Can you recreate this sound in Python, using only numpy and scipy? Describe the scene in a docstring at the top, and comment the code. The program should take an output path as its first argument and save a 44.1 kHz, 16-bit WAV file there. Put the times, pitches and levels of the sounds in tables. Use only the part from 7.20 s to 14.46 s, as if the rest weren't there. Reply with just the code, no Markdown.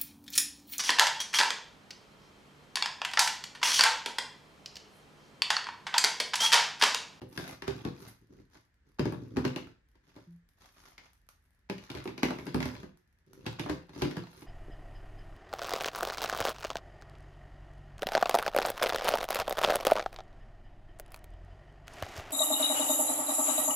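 """Empty clear plastic storage boxes are nested, lifted out and lidded on the floor of a small hard room.
First lid and rim contacts with wrap snaps; near 1.8 s boxes are set down; near 3.1 s a dragged finger hums a wall.
From 4.5 s slaps, lid clicks and seatings crowd together; from 6.3 s lids, corners and rims close the scene.
Contacts ring modes: boom in thin walls, clack in stiff rims. Slides and wrap are noise cut into tiny snaps.
Shaped noise gives the still air; decaying noise bands give the room."""
import sys
import numpy as np
from scipy import signal
from scipy.fft import rfft, irfft
from scipy.io import wavfile

SR = 44100
rng = np.random.default_rng(int(sys.argv[2]) if len(sys.argv) > 2 else 0)


def file_out(sig):
    """Save sig as 16-bit WAV at sys.argv[1]."""
    # one column per channel
    cols = np.atleast_2d(sig).T
    # limit, then scale
    lim = np.clip(cols, -1, 1)
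    pcm = np.round(lim * 32767).astype(np.int16)
    wavfile.write(sys.argv[1], SR, pcm)


N = 320166
TIME = np.arange(N) / SR
AGE = TIME[:SR // 2]   # time since a contact, s

# Levels called drive are relative: the functions add a fixed trim per layer.
# still air: f/Hz, relative density/dB
AIR_SPECTRUM = [(38, 2.5), (70, 0), (130, -10.5), (600, -29), (1200, -29.5), (1750, -19.5), (2600, -32.5),
                (8000, -44), (14500, -59.5)]
# likeness of the two ears: f/Hz, correlation/1
EAR_CORRELATION = [(100, 0.96), (280, 0.82), (550, 0.39), (4000, -0.1)]
# reverberation time: f/Hz, t60/s
ROOM_T60_S = [(4000, 0.3219), (13000, 0.26)]
# reverberation against direct sound: f/Hz, level/dB
ROOM_LEVEL_DB = [(330, -6), (800, -3), (5000, -1), (12000, -3)]
# slow modes of the whole box and its air: f/Hz, relative level/dB, t60/s
THUD_MODES = [(74, -4.5, 0.22), (114.7, 1, 0.13), (133.1, -2, 0.29), (155.8, -1.5, 0.17)]
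# bending modes of the thin walls, before the grip shifts them: f/Hz, relative level/dB, t60/s
WALL_MODES = [(170.1, -3.5, 0.25), (190.2, -0.5, 0.14), (231.7, -4, 0.12), (254.3, -2, 0.14),
              (293.2, 3, 0.11), (326.1, -2, 0.13), (358.9, -1.5, 0.22), (388.4, -0.5, 0.14), (452, -5, .18),
              (508.5, -9, 0.25)]
# crowded modes of the corners: f/Hz, relative level/dB
CORNER_SPECTRUM = [(590, -1), (710, -9.5), (825, 0.5), (890, -0.5), (970, -3), (1400, -7.5)]
# crowded modes of the stiff rims: f/Hz, relative level/dB
RIM_SPECTRUM = [(1400, -5), (1620, 0.5), (2600, 0), (3500, 0.5), (4800, 3.5), (6300, -1), (7800, -7.5)]
# crowded modes of the thin edges: f/Hz, relative level/dB
EDGE_SPECTRUM = [(7800, -10), (10500, -1), (13500, -4), (15800, -32)]
# plastic scraping on plastic: f/Hz, relative level/dB
SCRAPE_SPECTRUM = [(500, 0.5), (680, -8), (900, 5.5), (1300, 3.5), (2700, -4.5), (4800, -3), (6500, -3.5),
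                   (8000, -22.5)]
# single snaps of the wrap: t/s, drive/dB
WRAP_SNAPS = [(0.2788, -37.5), (0.3104, -40), (3.162, -66), (3.289, -57), (3.461, -57), (3.933, -55.5),
              (4.089, -44), (4.841, -41.5), (5.773, -57.5), (6.1326, -46)]
# stirs of the wrap as the stack shifts on it: start t/s, length/s, drive/dB
WRAP_STIRS = [(0.077, .22, -56.5), (0.758, .14, -57.5), (3.35, .36, -66), (4.128, 0.21, -77.5),
              (5.146, .11, -62.5), (7.066, .18, -60.5)]
# plastic sliding on plastic: start t/s, length/s, scrape drive/dB, pressure (rumble over scrape drive)/dB
SLIDES = [(0.107, 0.23, -46, -2.5), (0.533, 0.084, -50.5, 5.5), (0.732, .18, -50, -2.5),
          (1.008, 0.029, -71.5, 12), (1.085, 0.12, -63, 12), (1.307, 0.053, -52.5, -12),
          (1.648, 0.032, -68, 5), (1.955, 0.22, -58.5, 16.5), (2.386, 0.087, -60, 14),
          (2.825, 0.21, -63, -6.5), (3.365, 0.13, -54.5, -13.5), (3.532, 0.19, -53.5, -15),
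          (3.815, 0.047, -57, -15), (4.605, 0.044, -47.5, -14), (5.163, 0.11, -51.5, 8.5),
          (5.469, 0.14, -52.5, 2.5), (6.055, 0.51, -60.5, 8.5), (6.72, .08, -45.5, -1.5),
          (6.997, 0.22, -53, -3.5)]
# contacts of box, lid and hand: t/s, force drive/dB, hardness (clack over boom drive)/dB,
# struck wall f/Hz, way of touching
CONTACTS = [(0.0162, -44.5, -3.5, 330.7, "lid"), (0.1751, -41, 8.5, 308.4, "seat"),
            (0.24, -54.5, 13.5, 338, "rim"), (0.421, -46.5, 8, 385, "tap"),
            (0.4778, -32.5, 2.5, 388, "rim"), (0.6491, -33.5, -2.5, 181, "rim"),
            (0.709, -58, -17, 241, "rim"), (1.351, -63.5, 7, 328.4, "flex"),
            (1.7932, -28, -3.5, 240, "drop"), (1.854, -30, -5.5, 309.1, "drop"),
            (1.9223, -36.5, -9.5, 155.7, "seat"), (2.1681, -27, -5, 250.4, "drop"),
            (2.2497, -28, -1.5, 258.3, "drop"), (2.36, -36.5, 2.5, 325.6, "slap"),
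            (2.753, -69.5, 8, 327, "corner"), (2.9615, -52.5, 1.5, 265.7, "corner"),
            (3.7792, -68, 22.5, 426, "tap"), (4.4974, -35, 0, 196.8, "slap"), (4.58, -57.5, 12, 327, "lid"),
            (4.7, -44, 8.5, 282, "lid"), (4.7494, -43, 6, 350.6, "lid"), (4.771, -47.5, 8, 304, "corner"),
            (4.8545, -38, -10, 361.7, "slap"), (4.875, -40.5, 1.5, 324, "slap"),
            (4.978, -45.5, 6, 348, "slap"), (5.0308, -26, 3.5, 227.3, "slap"),
            (5.1056, -36.5, -0.5, 318, "flex"), (5.1853, -50, 5.5, 270, "tap"),
            (5.2662, -39.5, 2.5, 283, "rim"), (5.3437, -28.5, -6, 250.5, "seat"),
            (5.403, -40, 5, 150, "tap"), (5.4264, -48.5, 15.5, 427, "tap"), (5.455, -37, 0, 252, "seat"),
            (5.551, -55, 7, 324, "tap"), (5.63, -44, -3.5, 190.8, "rim"), (6.2632, -38, 6, 235, "lid"),
            (6.3945, -38, 9, 311.4, "lid"), (6.4602, -40.5, -2.5, 280, "flex"),
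            (6.4952, -32, 1.5, 296.6, "corner"), (6.6923, -54, 3, 171, "corner"),
            (6.76, -44.5, -4, 295, "rim"), (6.819, -30, 3.5, 354.5, "lid"),
            (6.8509, -33.5, -28, 293, "rim"), (6.9101, -44, 6.5, 299, "rim"),
            (6.9669, -36.5, 1.5, 184, "rim"), (7.219, -50.5, 2, 309.4, "lid")]
# ways of touching: rim centre f/Hz; floor thud, corner knock, edge tick drive over wall boom/dB;
# first crack, graze drive over clack/dB; clack left minus right/dB
# rim: rim on rim; drop: box set on floor; seat: box drops home in the stack; slap: lid lands flat;
# lid: lid edge clicks on rim; corner: corner catches; flex: pressed corner gives way; tap: stiff lip tapped
TOUCHES = {"rim": (1613.5, -8.5, -7, -20, -16, -22.5, 4), "drop": (1567, -8, -7, -22, -13, -17, 4.5),
           "seat": (1581, -3, -4.5, -12.5, -10.5, -26, 3.5),
           "slap": (2543.5, -15.5, -4, -19, -9.5, -28, 0.5), "lid": (2898, -5, -4.5, -18, -14, -20.5, 1),
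           "corner": (1749.5, -8, -3.5, -20, -17.5, -17.5, 5),
           "flex": (1600, -9.5, 2.5, -19.5, -14, -24, 0), "tap": (2201, -5.5, 2, -18, -8.5, -35, 1)}

AIR_DB, CUTOFF_HZ = -69.5, 16000
CORNER_FOLLOWS, EDGE_FOLLOWS = 0.11, 0.88   # share of hardness/dB reaching corners and thin edges
SLIDE_BUILD, SLIDE_RELEASE_S = 0.17, 0.02   # build-up time as share of length
STIR_BUILD, STIR_RELEASE_S = 0.33, 0.01
CATCHES_PER_S, CATCH_T60_AT_1KHZ_S, CATCH_SPREAD_DB, CATCH_DB = 70, 0.03, 9, -14.5
HISS_DB = -24
RATTLE_DB, RATTLE_DELAY_S, RATTLE_DECAY_S = -19, 0.012, 0.046


def from_db(db):
    """Decibels to gain."""
    return 10 ** (np.asarray(db) / 20)


def rms_one(x):
    """Scale to unit power."""
    return x / np.sqrt(np.mean(x ** 2) + 1e-20)


def at_hz(points, hz):
    """Read a table on a log-frequency axis."""
    points = np.array(points)
    return np.interp(np.log(np.maximum(hz, 1)), np.log(points[:, 0]), points[:, 1])


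def add(out, start_s, sound):
    """Lay a short sound into the scene."""
    start = int(np.clip(start_s * SR, 0, N))
    out[:, start:start + len(AGE)] += sound[:, :N - start]


def white():
    """Two unrelated noises."""
    return rng.standard_normal((2, N))


def two_ears(mid, side, hz):
    """Mix two unrelated signals to the ear correlation at this frequency."""
    alike = np.clip(at_hz(EAR_CORRELATION, hz), -1, 1)
    mid = np.sqrt((1 + alike) / 2) * mid
    side = np.sqrt((1 - alike) / 2) * side
    return np.array([mid + side, mid - side])


def coloured(pair, spectrum):
    """Give two noises a spectrum with steep ends and spread them over the ears; rms 1."""
    hz = np.fft.rfftfreq(N, 1 / SR) + 1
    low_end = 1 + (spectrum[0][0] / hz) ** 16
    high_end = 1 + (hz / spectrum[-1][0]) ** 16
    mid, side = rfft(pair) * from_db(at_hz(spectrum, hz)) / np.sqrt(low_end * high_end)
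    return rms_one(irfft(two_ears(mid, side, hz), N))


def swells(start_s, length_s, db, build, release_s):
    """Gain of movements that build up, hold and fade; long ones build up more slowly."""
    coarse_s = TIME[::50]
    age = np.maximum(coarse_s - start_s[:, None], 0)
    length_s = length_s[:, None]
    rise = 1 - np.exp(-age / (build * length_s))
    fade = np.exp(-np.clip((age - length_s) / release_s, 0, 20))
    gains = np.atleast_2d(from_db(db) @ (rise * fade))
    return np.array([np.interp(TIME, coarse_s, gain) for gain in gains])


def slips(per_s, spread_db, decay_s, smooth):
    """Strength of stick and slip: tiny snaps of uneven size over an even rub; rms 1."""
    hits = from_db(spread_db * rng.random(N)) * (rng.random(N) < per_s / SR)
    power = signal.lfilter([1], [1, -np.exp(-2 / (decay_s * SR))], hits ** 2 + 1e-18)
    return rms_one(np.sqrt(power / power.mean() + abs(smooth)))


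def air():
    """Still air: steady shaped noise."""
    return from_db(AIR_DB) * coloured(white(), AIR_SPECTRUM)


def room(x):
    """Diffuse reflections: noise bands about an octave wide, each with its own decay."""
    tail, edges_hz = 0, np.geomspace(60, 16000, 9)
    age = TIME[:SR * 3 // 4]
    for low, high in zip(edges_hz, edges_hz[1:]):
        hz = np.sqrt(low * high)
        bandpass = signal.butter(3, [low, high], "band", fs=SR, output="sos")
        noise = signal.sosfilt(bandpass, rng.standard_normal((2, len(age))))
        decay = from_db(-60 * age / at_hz(ROOM_T60_S, hz))
        onset = 1 - np.exp(-(age / 0.0037) ** 2)
        band = rms_one(two_ears(*noise, hz) * decay * onset)
        share = np.sqrt(2 * (high - low) / SR / len(age))   # energy in proportion to bandwidth
        tail = tail + band * share * from_db(at_hz(ROOM_LEVEL_DB, hz))
    return signal.fftconvolve(x, tail, axes=1)[:, :N]


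def rubbed_wall(start_s=3.07, stop_s=3.156, rise_s=0.0048, t60_s=0.26, hz=171, level_db=-51.5, octave_db=-11):
    """A dragging finger feeds the lowest wall mode; its octave sounds while the finger first grips."""
    age = np.maximum(TIME - start_s, 0)
    rise = 1 - np.exp(-age / rise_s)
    fade = from_db(-60 * np.maximum(TIME - stop_s, 0) / t60_s)
    octave = from_db(octave_db) * np.exp(-age / 0.031) * np.sin(4 * np.pi * hz * age)
    hum = np.sin(2 * np.pi * hz * age) + octave
    return np.sqrt(2) * from_db(level_db) * rise * fade * hum


def wrap_snaps(decay_s=0.002, bright_db=-7, dull_db=-4, settling_db=-85):
    """A crease in the wrap flips over with a tiny bright crack; fainter ones keep settling throughout."""
    settling = slips(per_s=14.0, spread_db=2.5, decay_s=decay_s, smooth=0)
    burst = from_db(settling_db) * settling * np.ones((2, 1))
    for start_s, db in WRAP_SNAPS:
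        add(burst, start_s, from_db(db) * np.exp(-AGE / decay_s)[None])
    bright = from_db(bright_db) * coloured(white(), EDGE_SPECTRUM)
    dull = from_db(dull_db) * coloured(white(), SCRAPE_SPECTRUM)
    return burst * (bright + dull)


def wrap_rustling(bright_db=-6, dull_db=-9):
    """Stirred wrap crinkles in dense tiny cracks."""
    stir = swells(*np.transpose(WRAP_STIRS), STIR_BUILD, STIR_RELEASE_S)
    grain = slips(per_s=190, spread_db=36.5, decay_s=0.0017, smooth=0.083)
    bright = from_db(bright_db) * coloured(white() * grain, EDGE_SPECTRUM)
    dull = from_db(dull_db) * coloured(white() * grain, SCRAPE_SPECTRUM)
    return stir * (bright + dull)


def catches(count=16):
    """Rims catch and let go: random small clacks, each weighting the resonators anew; rms 1."""
    clicks = from_db(CATCH_SPREAD_DB * rng.random(N)) * (rng.random(N) < CATCHES_PER_S / SR)
    at, out = np.flatnonzero(clicks), 0
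    for hz in np.geomspace(560, 5000, count) * rng.uniform(0.96, 1.04, count):
        t60_s = CATCH_T60_AT_1KHZ_S * np.sqrt(1000 / hz)
        r, w = from_db(-60 / (t60_s * SR)), 2 * np.pi * hz / SR   # pole radius, angle
        strengths = two_ears(*rng.standard_normal((2, len(at))), hz)
        drive = np.full((2, N), 1e-18)
        drive[:, at] = strengths * clicks[at] * rng.random(len(at)) ** 2
        out = out + signal.lfilter([np.sin(w), -np.sin(w)], [1, -2 * r * np.cos(w), r * r], drive) / w
    return rms_one(out)


def hollow_body(damped_hz=9):
    """Spectrum of the box's low modes, widened by the hands that hold it: f/Hz, level/dB."""
    hz = np.geomspace(50, 560, 200)
    power = sum(from_db(db) ** 2 / (1 + ((hz - centre_hz) / damped_hz) ** 2)
                for centre_hz, db, _ in THUD_MODES + WALL_MODES)
    return np.transpose([hz, 10 * np.log10(power)])


def sliding(clacks, scrape_trim_db=-11.0, rumble_trim_db=-3):
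    """Grainy scrape and hiss with small catches; the harder the press, the more the hollow walls shake."""
    start_s, length_s, scrape_db, pressure_db = np.transpose(SLIDES)
    drives_db = [scrape_db, scrape_db + pressure_db]
    scrape_gain, rumble_gain = swells(start_s, length_s, drives_db, SLIDE_BUILD, SLIDE_RELEASE_S)
    grain = slips(per_s=170, spread_db=20, decay_s=0.0029, smooth=0.17)
    scrape = from_db(scrape_trim_db) * coloured(white() * grain, SCRAPE_SPECTRUM)
    hiss = from_db(HISS_DB) * coloured(white() * grain, EDGE_SPECTRUM)
    rumble = from_db(rumble_trim_db) * coloured(white() * grain, hollow_body())
    return scrape_gain * (scrape + from_db(CATCH_DB) * clacks + hiss) + rumble_gain * rumble


def rattling(clacks):
    """Each contact leaves lids and rims rattling for a moment, driven by force and hardness."""
    jolts = np.zeros(N)
    for start_s, force_db, hardness_db, *_ in CONTACTS:
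        at = min(int((start_s + RATTLE_DELAY_S) * SR), N - 1)
        jolts[at] += from_db(force_db + hardness_db + RATTLE_DB)
    decay = np.exp(-1 / (RATTLE_DECAY_S * SR))
    return clacks * signal.lfilter([1], [1, -decay], jolts + 1e-18)


def strike(strengths, hz, t60_s, contact_s):
    """Ring modes once per blow (complex strengths: ears x blows x modes); first 20 ms at rms 1."""
    age = AGE[:int((np.max(t60_s) + 0.02) * SR)]
    rings = np.exp(2j * np.pi * np.outer(hz, age)) * from_db(-60 * age / t60_s[:, None])
    blows = (strengths @ rings).imag * (1 - np.exp(-(age / contact_s) ** 2))
    blows = blows / np.sqrt(np.mean(blows[..., :SR // 50] ** 2, axis=(0, 2), keepdims=True))
    return np.pad(blows, [(0, 0), (0, 0), (0, len(AGE) - len(age))])


def panel(modes, favour_db, scatter_db, contact_s):
    """Low modes swing together as the push peaks, with strengths varying from blow to blow."""
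    hz, db, t60_s = np.transpose(modes)
    chance = rng.standard_normal((len(CONTACTS), len(hz), 4))
    size = from_db(db + favour_db + scatter_db * chance[..., 0])
    mid = size * np.exp(1j * (chance[..., 1] - 2 * np.pi * hz * contact_s))
    side = size * (chance[..., 2] + 1j * chance[..., 3]) / np.sqrt(2)
    return strike(two_ears(mid, side, hz), hz, t60_s, contact_s)


def crowd(spectrum, lowest_t60_s, contact_s, count, centre_hz=None, focus_db=7.0, scatter_db=2):
    """Many close modes, new strengths at every blow, lifted near any given centre; higher ones die sooner."""
    place = (np.arange(count) + rng.random(count)) / count
    hz = spectrum[0][0] * (spectrum[-1][0] / spectrum[0][0]) ** place
    db = at_hz(spectrum, hz) + scatter_db * rng.standard_normal((len(CONTACTS), count))
    if centre_hz is not None:
        octaves_off = np.abs(np.log2(hz / centre_hz[:, None]))
        db = db + focus_db * np.exp(-octaves_off / 0.22)
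    turns = rng.random((len(CONTACTS), count, 2))
    mid, side = np.moveaxis(np.exp(2j * np.pi * turns), 2, 0) * from_db(db)
    return strike(two_ears(mid, side, hz), hz, lowest_t60_s * np.sqrt(hz[0] / hz), contact_s)


def gripped(blows, stretch):
    """The grip of the hands stiffens or slackens a wall: each blow rings a little higher or lower."""
    return np.array([[np.interp(AGE * faster, AGE, blow) for blow, faster in zip(ear, stretch)]
                     for ear in blows])


def contacts(graze_s=0.008, rebound_s=0.012, rebound_db=-14):
    """Every contact: a graze, tick and crack at the edge, a rim clack, then the slower wall boom."""
    start_s, wall_db, hardness_db, wall_hz = np.transpose([row[:4] for row in CONTACTS])
    touches = np.transpose([TOUCHES[row[4]] for row in CONTACTS])
    rim_hz, thud_db, corner_db, edge_db, crack_db, graze_db, pan_db = touches
    rim_db = wall_db + hardness_db
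    sides = from_db(np.array([pan_db, -pan_db]) / 2)[..., None]

    mode_hz = np.array(WALL_MODES)[:, 0]
    octaves_off = np.abs(np.log2(mode_hz / wall_hz[:, None]))
    favour_db = 11 * np.exp(-octaves_off / 0.089)   # favours the wall that is hit
    stretch = wall_hz / mode_hz[octaves_off.argmin(axis=1)]

    # loose rims chatter on each other as they ring
    chatter = slips(per_s=240, spread_db=6, decay_s=0.009, smooth=0.78)
    chatter = np.take(chatter, ((start_s[:, None] + AGE) * SR).astype(int), mode="wrap")

    thud = panel(THUD_MODES, 0, scatter_db=6.5, contact_s=0.00717)
    boom = gripped(panel(WALL_MODES, favour_db, scatter_db=1.0, contact_s=0.00408), stretch)
    knock = crowd(CORNER_SPECTRUM, lowest_t60_s=0.077, contact_s=0.0013, count=40)
    clack = crowd(RIM_SPECTRUM, lowest_t60_s=0.075, contact_s=0.0018, count=300, centre_hz=rim_hz)
    crack = crowd(RIM_SPECTRUM, lowest_t60_s=0.016, contact_s=0.0016, count=45, centre_hz=rim_hz)
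    tick = crowd(EDGE_SPECTRUM, lowest_t60_s=0.021, contact_s=0.00024, count=200)
    graze = crowd(SCRAPE_SPECTRUM, lowest_t60_s=0.07, contact_s=0.002, count=160)

    parts = [(wall_db + thud_db, thud),
             (wall_db + 0.5, boom),
             (wall_db + corner_db + CORNER_FOLLOWS * hardness_db - 4.5, knock),
             (rim_db - 14, sides * chatter * clack),
             (rim_db + crack_db, sides * crack),
             (wall_db + edge_db + EDGE_FOLLOWS * hardness_db - 7.0, tick)]
    blows = sum(from_db(db)[:, None] * sound for db, sound in parts)
    grazes = from_db(rim_db + graze_db)[:, None] * graze

    out = np.zeros((2, N))
    for k, when_s in enumerate(start_s):
        add(out, when_s - graze_s, grazes[:, k])   # flexing rims brush before they meet squarely
        add(out, when_s, blows[:, k])
        bounce_s = when_s + rebound_s * rng.uniform(0.5, 2)
        add(out, bounce_s, from_db(rebound_db) * blows[:, k])   # the light box bounces
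    return out


def scene():
    """The boxes and wrap in their room, the hum of one wall, and still air."""
    clacks = catches()
    boxes = contacts() + rattling(clacks) + sliding(clacks) + wrap_rustling() + wrap_snaps()
    return boxes + room(boxes) + rubbed_wall() + air()


def record(dry):
    """Cut the top steeply with an elliptic low-pass."""
    lowpass = signal.ellip(10, 0.1, 80, CUTOFF_HZ, fs=SR, output="sos")
    return signal.sosfilt(lowpass, dry)


dry = scene()
out = record(dry)
file_out(out)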